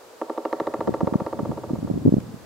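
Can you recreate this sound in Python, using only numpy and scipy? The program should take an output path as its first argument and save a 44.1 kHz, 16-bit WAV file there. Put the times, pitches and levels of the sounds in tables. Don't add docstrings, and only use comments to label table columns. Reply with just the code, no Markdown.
import sys
import numpy as np
from scipy import signal
from scipy.fft import rfft, irfft, next_fast_len
from scipy.io import wavfile
from scipy.ndimage import uniform_filter1d, minimum_filter1d, map_coordinates

SR = 44100
rng = np.random.default_rng(int(sys.argv[2]) if len(sys.argv) > 2 else 0)


def unload_audio(sound):
    columns = np.transpose(np.atleast_2d(sound))
    steps = np.round(np.clip(columns, -1, 1) * 32767)
    wavfile.write(sys.argv[1], SR, steps.astype(np.int16))


N = 108045

# pitch_hz, likeness (1 = the same, 0 = unrelated)
WIND_LIKENESS = [(40, .85), (120, .6), (300, .2)]


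def woodpecker():
    # start_s, strength_db, hardness_db (extra level for high tones and the crack)
    blows = [(0.2148, -1, 0), (0.2969, -1.8, -3.5), (0.3764, -1, -5), (0.4519, 0.5, 1.8), (0.5275, 1.2, 6),
             (0.5998, 1.1, 2.5), (0.6698, 0.6, -0.2), (0.7388, -0.5, 2), (0.8062, -0.4, 0.8),
             (0.8738, -0.3, -1), (0.9397, 0, -0.5), (1.0061, 0.0, -3), (1.0714, -0.4, -3.5),
             (1.1369, -1.4, -5.5), (1.2009, -2.5, -3.5), (1.264, -2.5, 0), (1.3275, -2.5, -9.0),
             (1.3904, -3.5, -6), (1.4518, -5.5, -8.5), (1.5142, -6, -12), (1.5743, -7.3, -13),
             (1.6354, -7, -15), (1.6941, -9.5, -20), (1.7532, -11.5, -11), (1.8151, -23.1, -7.0),
             (1.8722, -12.5, -10)]
    # pitch_hz, level_db, ring_s (time to fall 60 dB), delay_s
    trunk_tones = [(258, -26, .062, .00423), (326, -17.5, .06, .00389), (416, -23, .09, .00437),
                   (583, -6, .023, .00226), (552, -6.5, .026, .0013), (602, -30.4, .1, .00349),
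                   (756, -33, .08, .00682), (930, -30, .06, .00337), (881, -14, .023, 0),
                   (1149, -18, .016, .00361), (1355, -38, .06, .00325), (1813, -31, .015, .0003),
                   (2070, -46, .03, 0)]
    # pitch_hz, level_db
    crack_colour = [(1000, -20), (1900, -1), (2300, -6), (2650, -1), (3300, -9.5), (3800, -2), (4400, -9),
                    (6000, -14), (9000, -26), (15000, -38)]
    build_cycles, hard_hz, crack_db = .7, 1800, -41
    out, t = np.zeros((2, N + SR)), np.arange(SR // 4) / SR
    grit = noise(crack_colour, likeness=[(1000, .85)])
    for start_s, strength_db, hardness_db in blows:
        start = round(start_s * SR)
        span = slice(start, start + len(t))
        ring = np.zeros(len(t))
        for hz, level_db, ring_s, delay_s in trunk_tones:
            age = np.maximum(t - delay_s, 0)
            build = 1 - np.exp(-age * hz / build_cycles)
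            gain = amp(level_db + hardness_db * min(hz / hard_hz, 1) ** 4)
            ring += gain * build * fade(age, ring_s) * np.sin(2 * np.pi * hz * age)
        crack = amp(crack_db + .7 * hardness_db) * fade(t, ring_s=.018) * grit[:, span]
        out[:, span] += amp(strength_db) * (ring + crack)
    bass_cut = [(85, -30), (170, -8), (238, 0)]  # pitch_hz, level_db
    return filtered(out[:, :N], lambda hz: amp(along(bass_cut, hz)))


def forest_echo(sound):
    # pitch_hz, ring_s
    ring_times = [(250, .7), (600, .9), (1200, .75), (2500, .4), (8000, .2)]
    # pitch_hz, level_db
    colour = [(150, 8), (320, -7), (550, 1), (1000, 0), (1300, -3), (1700, 0), (2600, -2), (6000, -7)]
    # pitch_hz, likeness
    likeness = [(300, .9), (700, .8), (1500, .5), (4000, .2)]
    echo_db, rise_s = -10, .015
    white = noise([(1000, 0)], likeness)[:, :SR]
    hz, t, bands = signal.stft(white, SR, nperseg=256)
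    shape = fade(t, along(ring_times, hz)[:, None]) * (1 - np.exp(-t / rise_s))
    tail = signal.istft(bands * shape, SR)[1]
    echo = signal.fftconvolve(sound.mean(axis=0)[None], tail, axes=1)[:, :N]
    echo = filtered(echo, lambda hz: amp(along(colour, hz)))
    return amp(echo_db) * np.std(sound) * unit(echo)


def wind_puffs():
    # time_s (at the peak), level_db (before boost_db), pitch_hz (before pitch_scale),
    # left_louder_db, left_earlier_s
    puffs = [(0.617, -21, 320, 0, -0.0002), (0.795, -23, 210, -2, 0.0004), (0.878, -12, 320, 5, 0.0009),
             (0.886, -13, 370, -1, -0.001), (0.893, -8, 350, 9, 0.0003), (0.909, -20, 230, 5, 0.0021),
             (0.926, -24, 190, 5, -0.0015), (1.033, -8, 220, -9, 0.0015), (1.045, -15.5, 250, 1, 0.0012),
             (1.075, -10.5, 300, 3, -0.0011), (1.127, -13, 280, -3, -0.0011),
             (1.157, -5, 230, 0.5, -0.0008), (1.219, -18, 220, 6, -0.0009), (1.393, -15.5, 310, -2, 0.0008),
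             (1.406, -20, 240, -2, 0.0004), (1.432, -14.5, 200, 4, -0.001), (1.494, -15.5, 260, -1, 0.0011),
             (1.506, -16, 190, -1, -0.001), (1.708, -15, 270, -3.5, -0.0005), (1.715, -16, 320, 4, 0.0013),
             (1.735, -13, 220, -1, 0.0002), (1.743, -17, 290, 0, 0.0012), (1.788, -19, 200, 1, -0.0011),
             (1.83, -16.5, 270, -1, -0.0009), (1.849, -13, 250, -2, -0.0012), (1.902, -12, 330, -5, -0.001),
             (1.913, -13, 240, 0, -0.001), (1.94, -19, 190, 2, -0.0009), (1.961, -19, 260, 0, -0.0017),
             (1.977, -13.5, 330, -2, -0.0009), (2.055, -8, 230, -1, 0.001), (2.061, 0, 280, 3, -0.0003),
             (2.075, -5, 250, 0, -0.0013), (2.081, -3, 250, -5, -0.0015), (2.091, -7, 250, -1, -0.001),
             (2.125, -6.5, 260, -1, -0.0009), (2.141, -3.5, 260, -1, -0.0008),
             (2.169, -12, 190, -8, 0.0001), (2.183, -9.5, 220, 1, -0.0011), (2.343, -23, 220, -3, 0.0011)]
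    # pitch_hz, level_db
    churn_colour = [(50, -12), (100, -2), (200, -3), (400, 0), (600, -6), (850, -20), (1200, -38),
                    (2000, -60), (4000, -90)]
    boost_db, pitch_scale, width_cycles = 1, .92, .6
    out, half, sides = np.zeros((2, N)), SR // 40, np.array([[1], [-1]])
    churn = amp(-15) * noise(churn_colour, WIND_LIKENESS)
    for time_s, level_db, hz, left_louder_db, left_earlier_s in puffs:
        span = round(time_s * SR) + np.arange(-half, half)
        t = span / SR - time_s
        cycles = (t + sides * left_earlier_s / 2) * hz * pitch_scale
        swell = 1 / np.cosh(np.clip(cycles * 2 / width_cycles, -20, 20))
        swing = np.cos(2 * np.pi * cycles + rng.uniform(-np.pi, np.pi)) + churn[:, span]
        balance = unit(amp(sides * left_louder_db / 2))
        out[:, span] += amp(level_db + boost_db) * balance * swell * swing
    return signal.sosfilt(signal.butter(2, 80, "high", fs=SR, output="sos"), out)


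def wind_rumble():
    # time_s, level_db (before boost_db and the flutter)
    gusts = [(0.0, -70), (0.23, -72), (0.39, -74), (0.57, -58.5), (0.73, -54), (0.88, -44), (1.03, -43),
             (1.17, -41), (1.31, -47.5), (1.48, -34.5), (1.6, -43.5), (1.77, -39.5), (1.91, -36),
             (1.96, -30.5), (2.24, -41.5), (2.42, -45.5)]
    # pitch_hz, level_db
    colour = [(20, -32), (40, -24.5), (80, -4.5), (150, 0.5), (250, -3), (400, -12.5), (700, -29),
              (1500, -54), (4000, -78)]
    boost_db, flutter_db, flutters_per_s = 2, 2.2, 35
    t = np.arange(N) / SR
    flutter = map_coordinates(rng.standard_normal(N // 100), [t * flutters_per_s])
    level_db = np.interp(t, *np.transpose(gusts)) + boost_db + flutter_db * flutter
    return amp(level_db) * noise(colour, WIND_LIKENESS)


def tick():
    # pitch_hz, level_db
    colour = [(300, -7), (1200, 2), (2500, -2), (4000, -17), (6000, -7), (8000, -12), (12000, -25)]
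    age = np.arange(N) / SR - 2.2025
    return amp(-39) * fade(age, ring_s=.015) * noise(colour, likeness=[(1000, .4)])


def forest_hush():
    # pitch_hz, level_db
    colour = [(30, -45), (100, -36), (180, -26), (290, -9), (460, 2.5), (700, -6), (1150, -9), (1800, -17),
              (2600, -28), (5000, -45)]
    # pitch_hz, likeness
    likeness = [(130, .85), (640, .75), (1400, .4), (3000, .2)]
    return amp(-47.5) * noise(colour, likeness)


def microphone_hiss():
    # pitch_hz, level_db
    colour = [(100, -3), (2000, 0), (3400, 0), (4700, 1), (5700, -1.5), (7500, -1), (9000, -5),
              (15500, -7.5)]
    # pitch_hz, likeness
    likeness = [(3000, .2), (7000, .2), (10000, -.05)]
    return amp(-54) * noise(colour, likeness)


def amp(db):
    return 10 ** (np.asarray(db) / 20)


def unit(x):
    return x / np.sqrt(np.mean(x ** 2) + 1e-20)


def along(points, hz):
    pitches, values = np.transpose(points)
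    return np.interp(np.log(hz + 1), np.log(pitches + 1), values)


def filtered(x, response):
    size = next_fast_len(N + SR // 2)
    return irfft(rfft(x, size) * response(np.fft.rfftfreq(size, 1 / SR)), size)[..., :N]


def noise(colour, likeness):
    def response(hz):
        spread = np.arccos(np.clip(along(likeness, hz), -1, 1)) / 2
        return amp(along(colour, hz)) * [np.cos(spread), np.sin(spread)]
    mid, side = filtered(rng.standard_normal((2, N)), response)
    return unit(np.array([mid + side, mid - side]))


def fade(t, ring_s):
    return (t >= 0) * amp(-60 * np.maximum(t, 0) / ring_s)


def scene():
    roll = woodpecker()
    bird = (roll + forest_echo(roll)) * amp([[-.6], [.6]])
    return bird + wind_puffs() + wind_rumble() + tick() + forest_hush() + microphone_hiss()


def record(dry):
    ceiling, top_hz = amp(-.5), 15800
    needed = ceiling / np.maximum(np.abs(dry).max(axis=0), ceiling)
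    gain = uniform_filter1d(minimum_filter1d(needed, size=300), size=200)
    return filtered(dry * gain, lambda hz: hz < top_hz)


dry = scene()
out = record(dry)
unload_audio(out)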